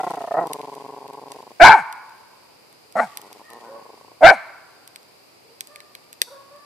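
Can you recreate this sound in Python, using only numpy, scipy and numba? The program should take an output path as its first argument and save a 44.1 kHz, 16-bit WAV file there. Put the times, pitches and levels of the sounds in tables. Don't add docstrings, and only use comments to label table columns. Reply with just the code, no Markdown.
import sys
import numpy as np
from scipy import signal
from scipy.fft import rfft, irfft, next_fast_len
from scipy.io import wavfile
from scipy.ndimage import uniform_filter1d
from numba import njit

SR = 44100
rng = np.random.default_rng(int(sys.argv[2]) if len(sys.argv) > 2 else 0)


def dump(signal):
    limited = np.clip(np.atleast_2d(signal).T, -1, 1)
    pcm = np.round(limited * 32767).astype(np.int16)
    wavfile.write(sys.argv[1], SR, pcm)


N = 293265

# start in seconds, seconds until the voice breaks and until the mouth closes,
# clean and broken pitch in Hz, ring of the open jaw in Hz, ring of the tongue before and after the
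# break in Hz, extra push at the break in dB, loudest chest hum in dB.
BARKS = [(1.597, .047, .154, 308.4, 468, 920.6, 1549, 1539, 4.5, -46),
         (2.953, .056, .092, 183.4, 232.4, 808, 1289, 1498, 0, -38.5),
         (4.207, .058, .114, 264, 397.7, 764, 1472, 1543, 5, -46)]
# time in seconds, level of the jaw's ring in dB, level of the higher rings in dB.
BARK_LEVELS = [
    [(1.597, -23, -38), (1.603, -16, -16.5), (1.619, -2.5, -9), (1.687, -7.5, -3.5), (1.695, -0.5, -11.5),
     (1.727, -10.5, -7.5), (1.751, -5.5, -20), (1.765, -20, -25), (1.795, -24, -25.5)],
    [(2.952, -30, -49.5), (2.958, -21, -35.5), (2.966, -18.5, -30), (2.982, -23.5, -24),
     (3.002, -13.5, -14.5), (3.01, -19.5, -30.5), (3.036, -23.5, -33.5), (3.065, -42.5, -50.5)],
    [(4.207, -29.5, -54.5), (4.233, -6.5, -19), (4.249, -3, -12), (4.281, -11.5, -8.5), (4.301, -10.5, -4),
     (4.321, -10.5, -24.5), (4.329, -13.5, -31.5), (4.345, -31, -35.5)],
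]

def barks(break_blend_s=.0033, push_s=.028, hum_s=.085, release_db_per_s=598.5,
          half_open_hz=690, closing_hz_per_s=450, clean_rough=.087, hoarse_rough=.4, broken_rough=.76):
    out = np.zeros(N)
    for bark, levels in zip(BARKS, BARK_LEVELS):
        start, break_s, close_s, clean_hz, broken_hz = bark[:5]
        open_hz, tongue_from_hz, tongue_to_hz, push_db, chest_db = bark[5:]
        age = np.arange(int((close_s + hum_s) * SR)) / SR
        since_break = age - break_s
        broken = (1 + np.tanh(since_break / break_blend_s)) / 2
        effort_db = push_db * np.exp(-(since_break / push_s) ** 2)
        release_db = release_db_per_s * np.maximum(start + age - levels[-1][0], 0)
        jaw_db, upper_db = curves(levels, start + age) + (effort_db - release_db)
        voice_db = np.maximum(jaw_db, upper_db)
        pitch = bark_pitch(age, break_s, close_s, clean_hz, broken_hz, broken)
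        chaos = broken * np.interp(upper_db - jaw_db, [-12, 0], [broken_rough / 2, broken_rough])
        hoarse = hoarse_rough * (voice_db < -9)
        rough = np.maximum(chaos, hoarse) * (age < close_s)
        flow = vocal_folds(pitch, np.maximum(rough, clean_rough))
        jaw_hz = half_open_hz + (open_hz - half_open_hz - closing_hz_per_s * since_break) * broken
        tongue_hz = tongue_from_hz + (tongue_to_hz - tongue_from_hz) * broken
        jaw, upper = mouth(flow, jaw_hz, tongue_hz, damping=.85)
        voice = amp(jaw_db) * levelled(jaw, span_s=.006)
        voice += amp(upper_db - 1) * levelled(upper, span_s=.0075)
        hum = cut_bass(resonate(np.diff(flow, prepend=0), pitch, width_hz=110.), hz=130, order=4)
        chest = amp(np.minimum(chest_db, voice_db - 9)) * levelled(hum, span_s=.013)
        add(out, start, (voice + chest + breath(age, voice_db)) * signal.windows.tukey(len(age), .03))
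    return out


def bark_pitch(age, break_s, close_s, clean_hz, broken_hz, broken,
               scoop=.2, scoop_s=.009, climb_hz_per_s=1620, sag_hz_per_s=420, run_down_s=.07):
    climbing = (clean_hz + climb_hz_per_s * age) * (1 - scoop * np.exp(-age / scoop_s))
    sagging = broken_hz - sag_hz_per_s * (age - break_s)
    run_down = np.exp(-np.maximum(age - close_s, 0) / run_down_s)
    return ((1 - broken) * climbing + broken * sagging) * run_down


def vocal_folds(pitch, rough, jitter=.2, scatter_db=5):
    n, cycles = len(pitch), np.cumsum(pitch) / SR
    beats = np.flatnonzero(np.diff(np.floor(cycles), prepend=-1))
    late, size = rng.standard_normal((len(beats), 2)).T
    at = np.clip(beats + jitter * rough[beats] * late * SR / pitch[beats], 0, n - 1).astype(int)
    pulses = np.bincount(at, amp(scatter_db * rough[beats] * size), n)
    puffs = unit(rng.standard_normal(n) * (1 + np.cos(2 * np.pi * cycles)))
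    return unit(pulses) + rough * puffs


# width in Hz before damping, level in dB.
MOUTH_RINGS = [(213, 4), (300, -4.5), (246.2, -10.5), (450, -39.5)]

def mouth(flow, jaw_hz, tongue_hz, damping):
    centres = [jaw_hz, tongue_hz, 1.46 * tongue_hz, np.full(len(flow), 4100.)]
    jaw, *upper = [amp(db) * resonate(flow, hz, width * damping)
                   for hz, (width, db) in zip(centres, MOUTH_RINGS)]
    return cut_bass([jaw, sum(upper)], hz=230, order=2)


# frequency in Hz, level in dB.
BREATH_TONE = [(2000, -20.5), (3200, -7.5), (4300, 0), (6500, -1.5), (8500, 1), (12000, -9.5),
               (15000, -19.5)]

def breath(age, voice_db, lag_s=.012, below_voice_db=28, limit_db=-49):
    rush_db = np.minimum(limit_db, np.interp(age - lag_s, age, voice_db) - below_voice_db)
    return amp(rush_db) * unit(coloured(rng.standard_normal(len(age)), BREATH_TONE))


# time in seconds, pulses per second, level through the nose in dB.
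GROWL_EFFORT = [(0, 158.4, -23.5), (.07, 174, -16.5), (.29, 117.7, -27), (.39, 174.5, -15.5),
                (.55, 145.3, -21), (.7, 138.9, -25.5), (1.35, 137.4, -28.5), (1.52, 115.7, -31),
                (3.1, 91.6, -41.5), (3.25, 100.3, -34.5), (3.52, 116.2, -33.5), (3.83, 114.8, -32.5),
                (4.12, 107, -34)]
# time in seconds, level through the lips in dB, ring of the jaw in Hz.
SNARL = [(0, -20, 735), (.14, -26.5, 710), (.27, -26, 665), (.345, -15, 660), (.372, -14.5, 678.7),
         (.388, -7, 706), (.407, -20, 698), (.44, -21.5, 690), (.48, -57.5, 700)]
# frequency in Hz, level in dB.
NOSE_TONE = [(60, -52), (105, -20.5), (140, -9), (280, -1.5), (350, -1), (425, 6.5), (490, 2), (560, -0.5),
             (720, 2), (850, 4.5), (1080, 4), (1260, -26), (1500, -21), (2500, -37), (5000, -78.5)]

def growl(scatter_db=1, jitter_s=.00019, sag_db=3, rasp=.44):
    nose, lips = np.zeros(N), np.zeros(N)
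    for start, length in throbs():
        rate = curves(GROWL_EFFORT, start)[0]
        beat = np.arange(max(round(length * rate), 1))
        late, size = rng.standard_normal((len(beat), 2)).T
        times = start + beat / rate + jitter_s * late
        nose_db, lips_db = curves(GROWL_EFFORT, times)[1], curves(SNARL, times)[0]
        at = np.clip(times * SR, 0, N - 1).astype(int)
        soft_start_db = -3 * (beat == 0) * (len(beat) > 2)
        nose[at] = amp(nose_db + scatter_db * size + soft_start_db)
        lips[at] = amp(lips_db + scatter_db * size - sag_db * np.minimum(beat, 2))
    nose += rasp * np.sqrt(np.abs(uniform_filter1d(nose ** 2, size=300))) * rng.standard_normal(N)
    jaw_hz = curves(SNARL, np.arange(N) / SR)[1]
    through_lips = lambda x, hz: amp([0, -9]) @ mouth(x, hz, 1.85 * hz, damping=.55)
    pulse = signal.unit_impulse(SR // 10, 'mid')
    snarl = through_lips(lips, jaw_hz) / through_lips(pulse, jaw_hz[:len(pulse)]).max()
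    muffled = coloured(nose, NOSE_TONE) / coloured(pulse, NOSE_TONE).max()
    return amp(3) * snarl - muffled


# start in seconds, number of throbs, throbs per second,
# share of each throb that sounds.
GROWL_BOUTS = [(-.001, 10, 29, .55), (.341, 1, 29, .65), (.369, 2, 24, .9), (.457, 7, 22.8, .58),
               (.760, 7, 24.3, .62), (1.044, 8, 23.1, .65), (1.390, 4, 25.3, .48), (3.155, 2, 13.7, .78),
               (3.305, 3, 21.5, .62), (3.502, 3, 9.6, .9), (3.817, 4, 25.6, .55), (3.978, 5, 28.4, .25)]

def throbs():
    return [(start + k / rate, share / rate)
            for start, count, rate, share in GROWL_BOUTS for k in range(round(count))]


# start in seconds, length in seconds, pitch in Hz, level in dB,
# step in dB from one harmonic (a multiple of the pitch) to the next.
FAR_YELPS = [(3.415, 0.13, 610, -65.5, 4.5), (3.626, 0.072, 491, -57.5, 1), (3.672, .12, 555, -39, -15.5),
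             (4.454, .083, 584.4, -57, -14), (5.44, 0.11, 450, -55.5, -20), (5.666, 0.14, 588.6, -55, -4.5),
             (6.268, 0.029, 481, -50.5, -1.5), (6.295, .1, 558.8, -42.5, -11.5),
             (6.501, 0.091, 575, -48.5, -8)]

def far_dog(scoop=.055, scoop_share=.22, waver=.035):
    out = np.zeros(N)
    for start, length, hz, db, step_db in FAR_YELPS:
        progress = np.linspace(0, 1, int(length * SR))
        unsteady = 1 + waver * np.interp(progress, np.linspace(0, 1, 20), rng.standard_normal(20))
        pitch = hz * (1 - scoop * np.exp(-(progress / scoop_share) ** 2)) * unsteady
        phase = 2 * np.pi * np.cumsum(pitch) / SR
        tone = sum(amp(db + k * step_db) * np.sin((k + 1) * phase) for k in range(3))
        add(out, start, tone * signal.windows.tukey(len(tone), .6))
    return out


# time in seconds, level in dB, share of leaf body in dB (capped at 0),
# lean to the left (negative is right).
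HEAVY_DRIPS = [(0.1055, -31.5, -23, 1.0), (0.4697, -29, -23, -0.5), (0.5322, -16, -17, 4),
               (0.6134, -30, 26, 2.5), (0.7506, -37, -15, -0.5), (1.2825, -39, -0.5, 1.0),
               (1.3181, -23.5, -17, 1), (1.925, -26.5, -12, 3.5), (2.9231, -36, -21, -6),
               (3.1712, -19, -19.5, -1.5), (3.2151, -30, -21, -1), (3.3277, -31.5, -16.5, -0.5),
               (3.5018, -33.5, -16, 2), (3.5326, -33, -18.5, -1), (4.8752, -29, -20.5, -2.5),
               (4.9585, -26, -9.5, 1), (5.6065, -17, -14.5, 0), (5.671, -31, -31.5, 1.5),
               (5.7581, -25.5, -5, 2.5), (5.8027, -30, 4.5, 3), (5.9504, -26, -5.5, 0.5),
               (6.128, -28.5, -19.5, -2), (6.2163, -1.5, -13, 7)]
# frequency in Hz, level in dB.
LEAF_TONE = [(100, -60), (600, -35), (1200, -13.5), (1700, 1.5), (2300, 3), (3000, -10), (4200, 0.5),
             (5200, -13), (9000, -37)]
SNAP_TONE = [(100, -59.5), (1500, -31.5), (3500, -7), (5800, -7.5), (8000, -5), (11000, -4.5),
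             (14000, -7.5), (16000, -23.5)]
THUD_TONE = [(90, -58), (240, -14.5), (500, 0.5), (1000, -11), (2000, -24.5), (5000, -61)]

def drips(crack_s=.0015, crack_top_hz=14200, grit_s=.0033, rattle_s=.05, left_lag_s=.00036, spread=.24):
    out, t = np.zeros((2, N)), np.arange(SR // 20) / SR
    remaining = np.clip(1 - t / crack_s, 0, 1)
    crack = np.sin(np.pi * crack_top_hz * crack_s * remaining ** 2)
    fade = amp(-1 - 60 * t / grit_s) + amp(-16 - 60 * t / rattle_s)
    for time, db, body_db, lean in [*HEAVY_DRIPS, *light_drips()]:
        burst = np.pad(crack + rng.standard_normal(len(t)) * fade, (64, 0))
        body = amp(9.5 + min(body_db, 0)) * coloured(burst, LEAF_TONE)
        thud = amp(db / 2 - 7) * coloured(burst, THUD_TONE)
        tick = coloured(burst, SNAP_TONE) + body + thud
        tick *= amp(db + 2) / np.abs(tick).max()
        start = time - .0005
        add(out[0], start + left_lag_s, tick * amp(spread * lean))
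        add(out[1], start, tick * amp(-spread * lean))
    return out


def light_drips(per_s=1.5, level_db=-42, range_db=10, body_db=-11):
    draws = rng.random((round(per_s * N / SR), 2))
    return [(when * N / SR, level_db + range_db * (size - .5), body_db, 0) for when, size in draws]


# frequency in Hz, seconds to fade by 60 dB.
ECHO_FADE = [(150, .5), (500, 0.36), (1000, 1.8), (2200, 1.1), (4000, .6), (10000, 0.72)]
# frequency in Hz, level in dB.
ECHO_TONE = [(100, -13), (450, -15.5), (800, -9.5), (1150, 1), (1550, -9.5), (1950, -1), (2400, -2.5),
             (4000, 10), (12000, 4)]

def wood_echo(x, near_db=3, near_fade_s=.61, rise_s=.0029, width=.44):
    hz, t, noise = signal.stft(rng.standard_normal((2, SR * 3 // 2)), SR, nperseg=256)
    fade = amp(-60 * t / along(ECHO_FADE, hz)[:, None]) + amp(near_db - 60 * t / near_fade_s)
    rise = 1 - np.exp(-t / rise_s)
    mid, side = signal.istft(noise * fade * rise, SR, nperseg=256)[1]
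    tail = np.array([mid + width * side, mid - width * side])
    tail = coloured(tail / np.linalg.norm(tail[0]), ECHO_TONE)
    return signal.fftconvolve(x[None], tail, axes=1)[:, :N]


# time in seconds, level in dB.
SCUFFS = [(0, -46), (.5, -50.5), (1.302, -55.5), (3.05, -53), (3.5, -57.5)]
# frequency in Hz, level in dB.
RUSTLE_TONE = [(1000, -13), (2200, 4), (4500, -2.5), (6500, -4.5), (8500, -5), (13000, -10), (15500, -18.5)]

def rustle(crackles_per_s=1200, crackle_s=.0011, scatter_db=3, rise_s=.049, settle_db_per_s=16):
    t = np.arange(N) / SR
    swells = [amp(db - settle_db_per_s * np.maximum(t - s, 0)) * np.clip(1 + (t - s) / rise_s, 0, 1)
              for s, db in SCUFFS]
    hits = rng.random(N) < crackles_per_s / SR
    sizes = amp(scatter_db * np.minimum(rng.exponential(size=N), 4))
    crackles = signal.lfilter([1], [1, -np.exp(-1 / (crackle_s * SR))], hits * sizes)
    return np.max(swells, axis=0) * unit(coloured(crackles * rng.standard_normal((2, N)), RUSTLE_TONE))


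# frequency in Hz, level in dB.
AIR_TONE = [(25, -38), (60, -25), (110, -10), (200, -12), (420, -6), (700, -7.5), (1100, -11.5),
            (1700, -18.5), (2400, -13), (3400, -21.5), (4200, -16), (6200, -24), (9000, -23),
            (14000, -25.5), (15600, -43)]
# frequency in Hz, likeness (1 is the same, 0 or less unrelated).
AIR_LIKENESS = [(60, 0.62), (180, 0.093), (550, 0.016), (1650, -0.095), (4970, -0.47), (15000, -0.14)]

def night_air(level_db=-53, hiss_hz=4800, hiss_half_width_hz=300, hiss_db=-61):
    def mid_and_side(hz):
        angle = np.arccos(np.clip(along(AIR_LIKENESS, hz), 0, 1)) / 2
        return amp(along(AIR_TONE, hz)) * [np.cos(angle), np.sin(angle)]
    mid, side = filtered(rng.standard_normal((2, N)), mid_and_side)
    band = lambda hz: 1 / (1 + ((hz - hiss_hz) / hiss_half_width_hz) ** 2)
    hiss = filtered(rng.standard_normal((2, N)), band)
    return amp(level_db) * unit(np.array([mid + side, mid - side])) + amp(hiss_db) * unit(hiss)


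def amp(db):
    return 10 ** (np.asarray(db) / 20)


def unit(x):
    return x / np.sqrt(np.mean(x ** 2) + 1e-20)


def levelled(x, span_s):
    size = max(int(span_s * SR), 8)
    power = uniform_filter1d(uniform_filter1d(x ** 2, size), size)
    return x / np.sqrt(np.abs(power) + 1e-4 * np.mean(x ** 2))


def along(points, hz):
    known_hz, values = np.transpose(points)
    return np.interp(np.log(hz + 1), np.log(known_hz + 1), values)


def curves(rows, t):
    times, *columns = np.transpose(rows)
    return [np.interp(t, times, column) for column in columns]


def filtered(x, response):
    n = x.shape[-1]
    padded = next_fast_len(n + 8192)
    return irfft(rfft(x, padded) * response(np.fft.rfftfreq(padded, 1 / SR)), padded)[..., :n]


def coloured(x, tone):
    return filtered(x, lambda hz: amp(along(tone, hz)))


def cut_bass(x, hz, order):
    return signal.sosfilt(signal.butter(order, hz, 'high', fs=SR, output='sos'), x)


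@njit
def resonate(x, hz, width_hz):
    y, first, second = np.zeros(len(x)), 0j, 0j
    loss = np.pi * width_hz / SR
    for i in range(len(x)):
        turn = np.exp(-loss + 2j * np.pi * hz[i] / SR)
        first = first * turn + loss * x[i]
        second = second * turn + loss * first
        y[i] = 2 * second.imag
    return y


def add(track, start_s, x):
    part = track[..., max(round(start_s * SR), 0):][..., :x.shape[-1]]
    part += x[..., :part.shape[-1]]


# frequency in Hz, left minus right in dB.
DOG_BALANCE = [(100, -2.5), (400, 2.5), (700, -3.5), (950, 2), (1400, 10), (2400, 6.5), (5000, 2.5)]

def scene():
    dog, far, ticks = barks() + growl(), far_dog(), drips()
    near = filtered(dog, lambda hz: amp(np.outer([.5, -.5], along(DOG_BALANCE, hz))))
    echoes = amp(-17.5) * wood_echo(dog) + amp(10.5) * wood_echo(far) + amp(-27) * wood_echo(ticks[1])
    return near + amp(2) * far + ticks + echoes + night_air() + rustle()


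def record(dry, ceiling=.97, hardness=12, top_hz=15600):
    clipped = dry / (1 + np.abs(dry / ceiling) ** hardness) ** (1 / hardness)
    return filtered(clipped, lambda hz: hz < top_hz)


dry = scene()
out = record(dry)
dump(out)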